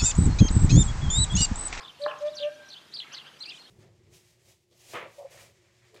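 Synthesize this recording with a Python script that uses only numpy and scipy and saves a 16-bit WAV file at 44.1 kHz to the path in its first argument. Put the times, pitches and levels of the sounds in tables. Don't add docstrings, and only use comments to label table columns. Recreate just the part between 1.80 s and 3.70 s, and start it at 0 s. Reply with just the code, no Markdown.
import sys
import numpy as np
from scipy import signal
from scipy.io import wavfile
from scipy.ndimage import uniform_filter1d

SR = 44100
rng = np.random.default_rng(int(sys.argv[2]) if len(sys.argv) > 2 else 0)


def dump(signal):
    limited = np.clip(np.atleast_2d(signal).T, -1, 1)
    pcm = np.round(limited * 32767).astype(np.int16)
    wavfile.write(sys.argv[1], SR, pcm)


N = 83790

# delay in seconds, relative level in dB.
WALL_ECHOES = [(.036, -18.4), (.0573, -24.8), (.0608, -19.3), (.1075, -24.5), (.1172, -29.5),
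               (.1574, -28.7), (.2, -32.2), (.2228, -33.5)]


def amp(db):
    return 10 ** (np.asarray(db) / 20)


def unit_rms(x):
    return x / np.sqrt(np.mean(abs(x) ** 2) + 1e-20)


def curve_at(points, hz):
    point_hz, value = np.transpose(points)
    return np.interp(np.log(hz + 1), np.log(point_hz + 1), value)


def add(mix, start_s, sound):
    part = mix[round(start_s * SR):][:len(sound)]
    part += sound[:len(part)]


def drift(n, hz):
    pole, settle = np.exp(-2 * np.pi * hz / SR), 4000
    noise = rng.standard_normal(n + settle) + 1j * rng.standard_normal(n + settle)
    return unit_rms(signal.lfilter([1], [1, -2 * pole, pole * pole], noise)[settle:])


def air_wash():
    # frequency in Hz, relative level in dB.
    spectrum = [(24, -52), (40, -20.5), (80, -9), (150, 0.5), (280, 2), (520, -1), (1200, -2), (2430, -3),
                (3280, -2), (4210, -6), (4880, -7), (6920, -12.5), (10000, -18.5), (15400, -26)]
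    # pitch in Hz, level in dB, waver rate in Hz.
    hums = [(43.4, -83, 5), (89.7, -74.5, 2.1), (146.6, -68, 9)]
    # time in seconds, gain in dB.
    bass_ride = [(0, 2.5), (.45, 3.5), (.9, -6), (1.4, 0), (1.9, -6.5)]
    wash_db, patch_db, bass_hz = -56.5, 1.8, 130
    ride_s, ride_db = np.transpose(bass_ride)
    frames, hz, t = N // 256 + 5, np.fft.rfftfreq(1024, 1 / SR)[:, None], np.arange(N) / SR
    real, imag, patches = rng.standard_normal((frames, 513, 3)).T
    patches = unit_rms(uniform_filter1d(uniform_filter1d(patches, 12, axis=0), 10, axis=1))
    bass_db = np.interp(np.arange(frames) * 256 / SR, ride_s, ride_db) / (1 + (hz / bass_hz) ** 4)
    bands = (real + 1j * imag) * amp(curve_at(spectrum, hz) + patch_db * patches + bass_db)
    air = signal.istft(bands, nperseg=1024, noverlap=768)[1][:N]
    hum = sum(amp(db) * ((1 + .42 * drift(N, waver_hz)) * np.exp(2j * np.pi * pitch * t)).real
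              for pitch, db, waver_hz in hums)
    return amp(wash_db) * unit_rms(air) + hum * amp(np.interp(t, ride_s, ride_db))


def hiss_puffs():
    # start and length in seconds, low and high edge in Hz, level at the crest in dB.
    puffs = [(0, 0.045, 1460, 2580, -54), (0.182, 0.061, 5500, 9300, -63), (0.392, .05, 2000, 5200, -54),
             (0.448, 0.044, 2170, 5100, -53.5), (1.704, 0.11, 4840, 7800, -60)]
    out = np.zeros(N)
    for start, length, low_hz, high_hz, db in puffs:
        n = round(length * SR)
        band = signal.butter(2, [low_hz, high_hz], "band", fs=SR, output="sos")
        hiss = unit_rms(signal.sosfilt(band, rng.standard_normal(n)))
        add(out, start, amp(db) * hiss * np.sqrt(np.hanning(n)))
    return out


def wood_knocks():
    # start in seconds, gain in dB. The first lands just before the scene; its echoes carry in.
    knocks = [(-.045, -24), (0.262, -16), (1.339, -40)]
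    # frequency in Hz, relative level in dB, time to fall 60 dB in seconds.
    modes = [(1127, 5.5, 0.0095), (1628, -0.5, 0.011), (836, -9.5, 0.052), (1068, -12, 0.038),
             (1697, -20, 0.055), (1460, -16, 0.049), (450, -16, 0.036), (347, -21, 0.033)]
    # delay in seconds, relative level in dB.
    echoes = [(.032, -23), (.038, -22), (.044, -19), (.052, -16), (.061, -22), (.068, -21), (.075, -22),
              (.09, -26)]
    lead_s, attack_s = .1, .0018
    t, out = np.arange(6000) / SR, np.zeros(N + round(lead_s * SR))
    ring = sum(amp(db - 60 * t / t60) * np.sin(2 * np.pi * hz * t) for hz, db, t60 in modes)
    attack = np.sin(np.pi / 2 * np.minimum(t / attack_s, 1)) ** 2
    blow = signal.sosfilt(signal.butter(2, 230, "high", fs=SR, output="sos"), ring * attack)
    for start, db in knocks:
        add(out, start + lead_s, amp(db) * blow)
    return walls(out, echoes, echo_db=0, tail_db=-10.5, rise_s=.032)[-N:]


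def bird_voice(contour, harmonics_db, rasp):
    flutter_hz, breakup_hz, hiss_hz, fade_s = 338.5, 117, 470, .003
    times, hz, db = np.transpose(contour)
    t = np.arange(times[0], times[-1], 1 / SR)
    n = len(t)
    phase = 2 * np.pi * np.cumsum(uniform_filter1d(np.interp(t, times, hz), 60)) / SR
    fade = np.clip(np.minimum(t - times[0], times[-1] - t) / fade_s, 0, 1)
    flutter_rate = flutter_hz * (1 + .241 * drift(n, 74).real)
    beat = 2 * np.pi * (np.cumsum(flutter_rate) / SR + rng.random())
    depth = (1 + abs(drift(n, breakup_hz))) / 2
    sidebands = depth * (np.exp(1j * beat) + .81 * np.exp(-1j * beat))
    tone, out = np.zeros(n), np.zeros(N)
    for k, harmonic_db in enumerate(harmonics_db, 1):
        roughness = .3 * drift(n, breakup_hz) + .7 * sidebands + .45 * drift(n, hiss_hz)
        flutter = 1 - rasp / 2 + rasp * roughness
        tone += amp(harmonic_db) * (flutter * np.exp(1j * k * phase)).real
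    add(out, times[0], np.sqrt(2) * fade * amp(np.interp(t, times, db)) * tone)
    return out


def thin_calls():
    # time in seconds, pitch in Hz, level in dB.
    calls = [
        [(0.008, 4000, -38), (0.014, 4700, -62), (0.018, 5270, -59), (0.026, 4930, -57), (0.035, 4760, -50)],
        [(0.382, 6400, -65), (0.388, 6360, -54), (0.394, 6460, -58)],
        [(0.424, 6560, -65), (0.429, 6450, -63), (0.435, 6400, -71)],
        [(0.469, 6200, -74), (0.475, 6050, -65), (0.48, 6200, -73)],
        [(0.538, 6100, -68), (0.544, 7000, -61.5), (0.549, 7700, -61)],
        [(0.64, 5000, -50), (0.644, 5120, -80), (0.652, 6070, -62), (0.658, 5800, -61), (0.668, 5640, -77)],
        [(0.738, 6057, -79), (0.744, 5960, -61), (0.766, 5840, -71), (0.775, 5730, -74)],
        [(0.843, 5630, -77), (0.855, 5860, -73), (0.861, 5780, -61), (0.872, 5660, -62)],
        [(1.035, 4000, -76), (1.049, 4150, -76), (1.071, 4040, -74), (1.075, 4000, -70)],
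        [(1.112, 6100, -72), (1.12, 6530, -65), (1.128, 7340, -67), (1.136, 7700, -76)],
        [(1.588, 4760, -54), (1.596, 5560, -57), (1.6, 5730, -58.5), (1.606, 7600, -52.5), (1.61, 7600, -89)],
        [(1.652, 5360, -76), (1.67, 8400, -66), (1.688, 8650, -65), (1.7, 8669, -78), (1.708, 8000, -79)],
    ]
    return sum(bird_voice(call, [0], rasp=.6) for call in calls)


def sparrow_chirps():
    # time in seconds, pitch in Hz, level in dB.
    chirps = [
        [(0.024, 3130, -53), (0.034, 3590, -53), (0.04, 3704, -48), (0.046, 3565, -55), (0.051, 3480, -39),
         (0.056, 3680, -63), (0.06, 3550, -37), (0.064, 2916, -55), (0.07, 2974, -58), (0.083, 3646, -41),
         (0.09, 3570, -51), (0.096, 3080, -46), (0.102, 3130, -45), (0.11, 2900, -57), (0.116, 2800, -63),
         (0.12, 2818, -73)],
        [(0.214, 3690, -55), (0.216, 3810, -46.5), (0.224, 4490, -42.5), (0.226, 4750, -40.5),
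         (0.232, 4410, -49), (0.24, 3950, -33), (0.244, 3710, -52), (0.25, 3060, -45), (0.252, 4160, -60)],
        [(0.253, 4770, -48), (0.265, 4030, -45), (0.273, 4000, -56), (0.275, 3640, -78)],
        [(0.277, 2670, -43), (0.283, 2940, -44), (0.291, 3167, -45.5), (0.301, 3027, -43.5),
         (0.311, 2876, -44.5), (0.316, 2600, -37), (0.322, 2400, -44)],
        [(0.545, 4180, -74), (0.549, 5050, -56), (0.553, 5907, -47.5), (0.557, 5700, -44), (0.561, 6375, -51),
         (0.567, 5057, -45), (0.571, 4460, -37.5), (0.579, 4645, -39.5), (0.585, 4115, -37), (0.591, 3467, -40),
         (0.596, 2694, -44), (0.5975, 3320, -42), (0.599, 4560, -41), (0.601, 4640, -34), (0.603, 3675, -34),
         (0.605, 2987, -42), (0.609, 3486, -39), (0.622, 3742, -41), (0.629, 3420, -37.5), (0.633, 3093, -32.5),
         (0.639, 2896, -40.5), (0.644, 2830, -41), (0.652, 2650, -42.5), (0.66, 2610, -60), (0.668, 2400, -57)],
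        [(0.878, 4030, -72), (0.88, 3760, -66), (0.884, 4740, -63), (0.888, 5630, -51), (0.89, 5770, -47),
         (0.896, 6220, -57), (0.898, 6120, -58), (0.904, 4440, -45.5), (0.906, 4110, -43), (0.912, 4300, -46),
         (0.914, 4440, -47), (0.922, 3415, -47.5), (0.928, 4000, -45), (0.934, 4390, -42.5), (0.936, 4240, -47),
         (0.942, 3665, -41), (0.948, 2932, -53), (0.97, 3120, -45.5), (0.99, 3620, -50.5), (1.006, 2760, -63),
         (1.012, 2870, -66)],
        [(1.13, 2920, -58), (1.134, 3190, -55), (1.14, 4515, -34.5), (1.144, 5100, -40.5), (1.148, 4780, -38),
         (1.162, 4390, -36.5), (1.164, 4160, -42), (1.168, 3070, -42), (1.17, 3430, -43), (1.174, 4190, -31.5),
         (1.176, 4570, -43), (1.182, 4640, -48), (1.184, 4705, -50), (1.192, 3980, -31.5), (1.194, 4040, -30.5),
         (1.198, 4165, -42), (1.2, 4040, -34), (1.202, 3400, -39), (1.204, 2850, -33), (1.21, 3840, -45),
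         (1.22, 3330, -38), (1.23, 3246, -47), (1.24, 2740, -53), (1.25, 2740, -62)],
        [(1.32, 4500, -68), (1.322, 4564, -52), (1.33, 5750, -46), (1.337, 6250, -47), (1.34, 6200, -47),
         (1.344, 5420, -48.5), (1.348, 4610, -39), (1.35, 4264, -40), (1.356, 4290, -39.5), (1.358, 4080, -47),
         (1.364, 2300, -57), (1.368, 3620, -45), (1.37, 3780, -38), (1.376, 4344, -47), (1.378, 4460, -38),
         (1.384, 3690, -39), (1.39, 2880, -49), (1.396, 3380, -46), (1.398, 3530, -51), (1.4, 3080, -41.5),
         (1.406, 3370, -49), (1.412, 3080, -60), (1.416, 2890, -47), (1.43, 2570, -57)],
        [(1.6, 3530, -76), (1.604, 3830, -53), (1.61, 4150, -37), (1.624, 4175, -36.5), (1.628, 4750, -34.5),
         (1.63, 4340, -42), (1.634, 3890, -41.5), (1.642, 3223, -44), (1.648, 2984, -51), (1.658, 2325, -53),
         (1.66, 2295, -47), (1.67, 2563, -53), (1.68, 2680, -46), (1.688, 2740, -44), (1.7, 2847, -44),
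         (1.71, 3310, -42.5), (1.724, 3745, -53), (1.736, 3085, -54.5), (1.748, 3050, -47.5),
         (1.764, 3660, -57), (1.77, 3990, -54), (1.778, 3027, -50.5), (1.786, 2840, -56), (1.79, 2945, -59)],
    ]
    rasps = [.3, .4, .55, .45, .5, .4, .25, .5, .1]
    return sum(bird_voice(chirp, [0, -28.5], rasp) for chirp, rasp in zip(chirps, rasps))


def distant_twitter():
    count, per_second, low_hz, high_hz, level_db = 150, 76, 2618, 4816, -61
    out = np.zeros(N)
    for when, pitch, glide, length, faintness in rng.random((count, 5)):
        t = np.arange(0, .0329 + .021 * length, 1 / SR)
        hz = (low_hz + pitch * (high_hz - low_hz)) * (1 + .34 * (glide - .6) * t / t[-1])
        peep = np.hanning(len(t)) * np.sin(2 * np.pi * np.cumsum(hz) / SR)
        add(out, when * count / per_second, amp(-8 * faintness) * peep)
    return amp(level_db) * out


def small_bird_whistles():
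    # time in seconds, pitch in Hz, level in dB.
    whistles = [
        [(0.125, 3040, -79), (0.133, 3120, -72), (0.143, 3150, -84), (0.16, 3120, -95)],
        [(0.472, 3250, -61), (0.485, 3470, -41.5), (0.489, 3600, -64), (0.493, 3750, -48), (0.503, 3792, -60)],
        [(0.505, 4720, -54), (0.513, 4760, -63), (0.519, 4680, -64), (0.531, 4069, -56), (0.552, 3260, -51)],
        [(0.695, 3500, -80), (0.703, 3592, -79), (0.715, 3450, -79), (0.73, 3160, -77)],
        [(0.886, 4130, -63), (0.89, 4160, -60), (0.898, 4420, -57), (0.905, 4416, -50)],
        [(1.015, 3200, -67), (1.023, 3310, -61), (1.033, 3430, -76), (1.039, 3670, -79), (1.043, 3700, -71),
         (1.053, 3648, -69), (1.071, 3333, -82), (1.087, 3100, -67), (1.095, 3020, -77)],
        [(1.112, 3450, -58), (1.12, 3670, -61), (1.13, 4070, -46.5), (1.14, 4170, -62)],
        [(1.226, 1940, -46), (1.234, 2050, -59), (1.244, 2257, -51), (1.248, 2316, -52)],
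        [(1.265, 2250, -53), (1.271, 2214, -51.5), (1.297, 1854, -62), (1.31, 2020, -47)],
        [(1.36, 1890, -67), (1.37, 2075, -51), (1.38, 2100, -55)],
        [(1.525, 2720, -73), (1.531, 2925, -71), (1.541, 3040, -52), (1.553, 2950, -63), (1.557, 3000, -73),
         (1.567, 3270, -58), (1.575, 3550, -66)],
        [(1.648, 4320, -86), (1.656, 4510, -42.5), (1.664, 4480, -37.5), (1.67, 4495, -64), (1.69, 4608, -47),
         (1.696, 4960, -45), (1.698, 4663, -38.5), (1.701, 4230, -38)],
        [(1.699, 4450, -30), (1.703, 3857, -43.5), (1.711, 3340, -54), (1.719, 2600, -56), (1.721, 2540, -38),
         (1.729, 2360, -57), (1.732, 2530, -73)],
        [(1.783, 4232, -62), (1.79, 4232, -55), (1.819, 4233, -54), (1.827, 3620, -58), (1.832, 3569, -64)],
        [(1.834, 4233, -60), (1.858, 4232, -55), (1.864, 4150, -64)],
        [(1.866, 3000, -59), (1.878, 3320, -54), (1.886, 3550, -62), (1.892, 3643, -61), (1.9, 3700, -61)],
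        [(1.245, 1340, -51), (1.255, 1310, -54.5), (1.264, 1280, -58), (1.272, 1250, -55)],
        [(0.632, 3320, -52), (0.639, 3374, -42), (0.647, 3310, -47.5), (0.655, 3110, -55), (0.664, 3050, -60)],
    ]
    rasps = [.3, .3, .2, .2, .5, .4, .5, .5, .75, .5, .5, .8, .15, .1, .1, .3, .5, .6]
    return sum(bird_voice(whistle, [0, -28.5], rasp) for whistle, rasp in zip(whistles, rasps))


def hoopoe_hoots():
    # start and length in seconds, peak level in dB, pitch and rise in Hz, skew of the swell.
    hoots = [(.193, .1095, -28, 575, 40, 1.6), (.402, .105, -27, 587, 25, 1.35),
             (.597, .104, -27, 583.5, 21, 1.4)]
    scoop_hz, scoop_s, close_s = 160, .004, .021
    overtones_db, brighten_db = [-32.5, -33, -38], 5.5
    out = np.zeros(N)
    for start, length, peak_db, hz, rise_hz, skew in hoots:
        t = np.arange(0, length, 1 / SR)
        progress = t / length
        pitch = hz + rise_hz * progress ** 1.8 - scoop_hz * np.exp(-t / scoop_s)
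        phase = 2 * np.pi * np.cumsum(pitch) / SR
        swell = np.sin(np.pi * progress ** skew) ** .75
        close = np.sin(np.pi / 2 * np.minimum((length - t) / close_s, 1))
        overtones = sum(amp(db + brighten_db * progress) * np.sin(k * phase)
                        for k, db in enumerate(overtones_db, 2))
        add(out, start, np.sqrt(2) * amp(peak_db) * swell * close * (np.sin(phase) + overtones))
    return out


def far_held_note():
    # time in seconds, pitch of the second harmonic in Hz, level in dB.
    contour = [(0.52, 1570, -68), (0.6, 1575, -60), (0.66, 1578, -62), (0.7, 1589, -57), (0.76, 1611, -62),
               (0.8, 1580, -59), (0.83, 1590, -58), (0.89, 1570, -61), (0.96, 1562, -68)]
    harmonics_db, blur_hz = [-10, .5, -8], 31
    times, second_hz, level_db = np.transpose(contour)
    t = np.arange(N) / SR
    phase = 2 * np.pi * np.cumsum(np.interp(t, times, second_hz / 2)) / SR
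    tone = sum(amp(db) * ((1 + .5 * drift(N, blur_hz)) * np.exp(1j * k * phase)).real
               for k, db in enumerate(harmonics_db, 1))
    return tone * amp(np.interp(t, times, level_db, left=-120, right=-120))


def hoarse_caws():
    # time in seconds, pitch in Hz, level in dB.
    caws = [
        [(1.308, 1290, -55), (1.32, 1384, -49), (1.33, 1387, -50), (1.342, 1557, -43), (1.349, 1600, -47),
         (1.355, 1550, -56)],
        [(1.44, 1050, -66), (1.452, 1260, -54), (1.46, 1400, -53), (1.468, 1500, -46), (1.476, 1620, -50),
         (1.486, 1600, -53), (1.492, 1510, -57), (1.497, 1330, -66)],
    ]
    return sum(bird_voice(caw, [-7, 0, -11, -22], rasp=.7) for caw in caws)


def walls(sound, echoes, echo_db, tail_db, rise_s):
    # frequency in Hz, time for the tail to fall 60 dB in seconds.
    decay_times = [(300, 0.32), (1200, 0.57), (3500, 0.14), (9000, 0.14)]
    hz, t, bands = signal.stft(rng.standard_normal(SR), SR, nperseg=256)
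    decay = amp(-60 * t / curve_at(decay_times, hz)[:, None])
    response = signal.istft(bands * decay, SR, nperseg=256)[1]
    response *= np.clip(np.arange(len(response)) / SR / rise_s, 0, 1)
    response *= amp(tail_db) / np.linalg.norm(response)
    response[0] += 1
    for delay, db in echoes:
        response[round(delay * SR)] += amp(db + echo_db)
    return signal.fftconvolve(sound, response)[:len(sound)]


def scene():
    near = sparrow_chirps() + small_bird_whistles()
    far = hiss_puffs() + thin_calls() + distant_twitter() + far_held_note() + hoarse_caws()
    near = walls(near, WALL_ECHOES, echo_db=-13, tail_db=-8.5, rise_s=.0061)
    far = walls(far, WALL_ECHOES, echo_db=-1, tail_db=-9, rise_s=.0031)
    hoopoe = walls(hoopoe_hoots(), WALL_ECHOES, echo_db=0, tail_db=-34, rise_s=.02)
    return (near + far + hoopoe + wood_knocks() + air_wash())[None]


def record(dry):
    lowpass = signal.firwin(511, 15490, window=("kaiser", 9), fs=SR)
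    return signal.oaconvolve(dry, lowpass[None], "same")


dry = scene()
out = record(dry)
dump(out)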